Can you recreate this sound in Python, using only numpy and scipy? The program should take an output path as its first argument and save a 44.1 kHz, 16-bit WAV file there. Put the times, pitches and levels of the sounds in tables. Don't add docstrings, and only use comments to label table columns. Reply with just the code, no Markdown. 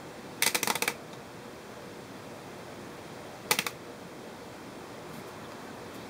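import sys
import numpy as np
from scipy import signal
from scipy.io import wavfile
from scipy.ndimage import uniform_filter1d

SR = 44100
rng = np.random.default_rng(int(sys.argv[2]) if len(sys.argv) > 2 else 0)


def file_out(sig):
    cols = np.atleast_2d(sig).T
    lim = np.clip(cols, -1, 1)
    pcm = np.round(lim * 32767).astype(np.int16)
    wavfile.write(sys.argv[1], SR, pcm)


def field_ratio(decibels):
    return 10 ** (np.asarray(decibels, dtype=float) / 20)


N = 268789


def evened(x):
    return x / np.sqrt(np.mean(x ** 2) + 1e-20)


def read(points, hz):
    f, value = np.transpose(points)
    return np.interp(np.log(hz + 1), np.log(f + 1), value)


def coloured(points, patchy_db):
    hz = np.fft.rfftfreq(2048, 1 / SR)
    real, imaginary, patches = rng.standard_normal((N // 512 + 5, 1025, 3)).T
    patches = uniform_filter1d(patches, size=20, axis=0)
    patches = evened(uniform_filter1d(patches, size=6, axis=1))
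    level_db = read(points, hz)[:, None] + patchy_db * patches
    spectrum = (real + 1j * imaginary) * field_ratio(level_db)
    return evened(signal.istft(spectrum, nperseg=2048, noverlap=1536)[1][:N])


def ring(drive, modes, luck_db, blur=0.65):
    out = np.zeros(len(drive))
    for (hz, width, db), strength_db in zip(modes, luck_db):
        radius = np.exp(-np.pi * width * blur / SR)
        angle = 2 * np.pi * hz / SR
        mode = signal.lfilter([1, 0, -1], [1, -2 * radius * np.cos(angle), radius ** 2], drive)
        out += field_ratio(db + strength_db) * evened(mode)
    return out


def background():
    # frequency in Hz, density in dB per Hz.
    hiss = [(20, -27), (54, -21), (112, -5), (238, -2.5), (565, -6.5), (1340, -13.5), (3350, -21),
            (15500, -35.5)]
    # frequency in Hz, level in dB rms.
    harmonics = [(120, -70), (240, -67), (360, -60), (480, -57), (600, -62.5)]
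    hum_width_hz = 10.7
    hum = np.zeros(N)
    for hz, db in harmonics:
        hum += ring(rng.standard_normal(N), [(hz, hum_width_hz, db)], [0])
    return field_ratio(-45.5) * coloured(hiss, patchy_db=0.38) + hum


def click(snap_db, thud_db, panel_db, favoured_hz, knock_db, tick_db, length_ms, flank):
    # frequency in Hz, width in Hz, level in dB.
    knock = [(170, 45, -13.5), (214, 97, 0.5), (300, 300, -26)]
    thud = [(475, 64, 2.5), (733, 210, -0.5), (874, 84, 2), (1200, 134, -1)]
    panel = [(1790, 130, -13.5), (2036, 99, -2), (2268, 240, 1.5), (2480, 140, -8)]
    snap = [(3780, 500, -2), (4340, 880, -4), (4750, 910, -4.5), (5840, 850, -2), (7060, 3300, -32)]
    tick = [(8680, 480, -8), (10130, 1900, 4.5), (11250, 1100, -2.5), (13100, 650, 3), (15100, 2100, -29)]
    # level in dB re the blow, decay time T60 in s.
    garage = [(-0.5, 0.1), (-7, 0.14), (-13.5, 0.24), (-8.5, 0.17), (-11, 0.17)]
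    part_edges_hz = (1500, 3000, 7800)
    favour_db, favour_sharpness = 5.5, 13

    ms = np.arange(9000) / SR * 1000
    luck_db = rng.standard_normal((5, 6))
    noise = rng.standard_normal((2, 5, len(ms)))
    impacts = noise[0] * field_ratio(3.6 * np.minimum(rng.exponential(1, len(ms)), 3.2))

    u = np.maximum(ms - 10, 0) / np.maximum(0.61 * length_ms, .05)
    v = np.maximum(ms - 9.1, 0) / np.maximum(0.789 * length_ms, .05)
    climb = 0.065 * np.exp(-abs(ms - 10) / 2.8)
    rattle = u * np.exp(-u)
    push = v * np.exp(-v) + climb
    hard_contacts = rattle * (np.exp(-.6 * u) + 0.087)

    # level in dB, force envelope, modes, strength of its one firm landing
    parts = ((knock_db - 3.5, push, knock, 1.3),
             (snap_db + thud_db, push, thud, 0.82),
             (snap_db + panel_db, rattle + climb, panel, 0.83),
             (snap_db - 3.0, rattle, snap, 0.62),
             (snap_db + tick_db, hard_contacts, tick + [flank], 0.17))
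    favoured_part = 1 + np.searchsorted(part_edges_hz, favoured_hz)
    out = np.zeros(len(ms))
    for k, ((db, force, modes, firm), (tail_db, t60)) in enumerate(zip(parts, garage)):
        if k == favoured_part:
            modes = modes + [(favoured_hz, favoured_hz / favour_sharpness, favour_db)]
        drive = force * impacts[k]
        drive[np.argmax(force)] += firm * np.linalg.norm(drive)
        direct = ring(drive, modes, luck_db[k])
        direct = direct / np.sqrt(uniform_filter1d(direct ** 2, size=130).max())
        build_up = 1 - np.exp(-np.maximum(ms - 11., 0) / 2.1)
        decay = field_ratio(-60 * (ms - 8) / 1000 / t60)
        diffuse = evened(ring(noise[1, k], modes, luck_db[k], blur=1.6))
        out += field_ratio(db) * (direct + field_ratio(tail_db) * build_up * decay * diffuse)
    return out


def dial():
    # time in s, snap level in dB,
    # thud and panel levels in dB re the snap, favoured resonance in Hz.
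    seated = [
        (0.463, -18, -9.5, -5.5, 10300),
        (0.5465, -24, -4.5, -2.5, 2310),
        (0.6303, -22.5, -11.5, -3.5, 5950),
        (0.6733, -23.5, -1.5, -4, 870),
        (0.7009, -23.5, 2, -3, 905),
        (0.7541, -26, -5, -5, 3580),
        (0.822, -23, -3.5, 0, 2490),
        (0.8772, -24, -1.5, 2, 2310),
        (3.5103, -17, -5, -5.5, 513),
        (3.5878, -21.5, -8.5, 2, 2600),
    ]
    # time in s, snap level in dB,
    # thud and panel levels in dB re the snap, favoured resonance in Hz.
    glancing = [(0.4229, -18, -13, -1.5, 2100), (0.4317, -20.5, -14, -3, 3640),
                (0.4732, -25, -11, -5, 2200), (0.477, -24, -9, -1, 4750), (0.5534, -21, -8, -2.5, 491),
                (0.9004, -42.5, 4, 0, 478), (1.1306, -42, -14, -16, 3720), (1.136, -51.5, 10, -10, 910),
                (3.5164, -21, -4, 0, 860), (3.6654, -26, -2, -0.5, 1150), (5.5195, -52, 3, -13, 4750)]
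    # frequency in Hz, width in Hz, level in dB.
    tick_forward = (8780, 490, 1.7)
    tick_back = (13800, 970, 1)
    bounce_s, rest_s, reverse_s = .03, .3, 2
    soft_db, soft_dull = -28, 2.5

    blows = [(*row, -30, 3.1) for row in seated]
    blows += [(*row, -43, 2.8) for row in glancing]
    out, last_s = np.zeros(N + 9000), 0
    for s, snap_db, thud_db, panel_db, hz, knock_db, length_ms in sorted(blows):
        gap_s, last_s = s - last_s, s
        returning = s > reverse_s
        tick_db = -4.5 if gap_s < bounce_s else -2.5
        tick_db += soft_dull * min(snap_db - soft_db, 0)
        if returning and bounce_s < gap_s < rest_s:
            tick_db -= 2.5
        flank = tick_back if returning or gap_s > rest_s else tick_forward
        start = round((s - .0105) * SR)
        out[start:start + 9000] += click(snap_db, thud_db, panel_db, hz, knock_db, tick_db, length_ms, flank)
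    return signal.sosfilt(signal.butter(3, 110, "high", fs=SR, output="sos"), out[:N])


def glove():
    # time in s, level in dB, hold in ms.
    rubs = [
        (4.79, -71, 60),
        (4.86, -67, 8),
        (4.898, -66, 4),
        (5.092, -59, 6),
        (5.135, -53, 62),
        (5.278, -52, 6),
        (5.946, -50.5, 8),
        (6.0, -68, 90),
    ]
    # frequency in Hz, density in dB per Hz.
    rustle_colour = [(500, -11), (2000, 7), (4000, 4), (8000, 1), (14000, 5), (16000, -8)]
    rise_db_per_ms, fall_db_per_ms = 1.5, .5
    t = np.arange(N) / SR
    grain = field_ratio(4.5 * uniform_filter1d(rng.exponential(1, N), size=40))
    pressure = np.zeros(N)
    for s, db, held_ms in rubs:
        rise_db = rise_db_per_ms * np.maximum(1000 * (s - t), 0)
        fall_db = fall_db_per_ms * np.maximum(1000 * (t - s) - held_ms, 0)
        pressure += field_ratio(db - rise_db - fall_db)
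    return pressure * field_ratio(-2.0) * evened(grain * coloured(rustle_colour, patchy_db=0))


def scuffs():
    # time in s, level in dB, frequency in Hz, width in Hz, length in ms.
    contacts = [
        (4.98, -57, 2010, 400, 12),
        (5.155, -58, 2030, 300, 14),
        (5.2, -53, 2010, 400, 15),
        (5.45, -56, 3470, 900, 25),
        (5.69, -51, 1514, 140, 44),
        (6.0, -59, 3780, 1800, 130),
        (5.17, -50.5, 170, 150, 180),
        (5.45, -54, 805, 1200, 1800),
    ]
    t = np.arange(N) / SR
    out = np.zeros(N)
    for s, db, hz, width, length_ms in contacts:
        once = ring(rng.standard_normal(N), [(hz, width, 0)], [0])
        band = ring(once, [(hz, width, db)], [0])
        out += band * np.exp(-(2000 * (t - s) / length_ms) ** 2)
    return out


def gain_control(x):
    loud_db, duck_db, recover_db_per_s, start_db = -28, 1.5, 0.65, 1
    t = np.arange(N) / SR
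    loud = uniform_filter1d(x ** 2, size=400) > field_ratio(2 * loud_db)
    last_loud_s = np.maximum.accumulate(np.where(loud, t, -start_db / recover_db_per_s), axis=1)
    gain_db = np.minimum(recover_db_per_s * (t - last_loud_s), duck_db)
    return x * field_ratio(uniform_filter1d(gain_db, size=400))


def scene():
    return (background() + dial() + glove() + scuffs())[None]


def band_limit(x):
    return signal.sosfilt(signal.butter(12, 16970, fs=SR, output="sos"), x)


def record(dry):
    # frequency in Hz, width in Hz.
    notches = [(2900, 230), (7845, 80), (11690, 1130)]
    ceiling, edge_hz = 0.51, 15730
    x = ceiling * np.tanh(gain_control(dry) / ceiling)
    for hz, width in notches:
        x = signal.lfilter(*signal.iirnotch(hz, hz / width, SR), x)
    edge = signal.firwin(1023, edge_hz, window=("kaiser", 9), fs=SR)
    low = signal.oaconvolve(x, edge[None], "same")
    power = uniform_filter1d(x ** 2, size=200)
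    loud = uniform_filter1d(np.clip(power / field_ratio(-54) - 1, 0, 1), size=100)
    upper_band = signal.sosfilt(signal.butter(4, 16100, fs=SR, output="sos"), x - low)
    return band_limit(low + field_ratio(-27) * loud * upper_band)


dry = scene()
out = record(dry)
file_out(out)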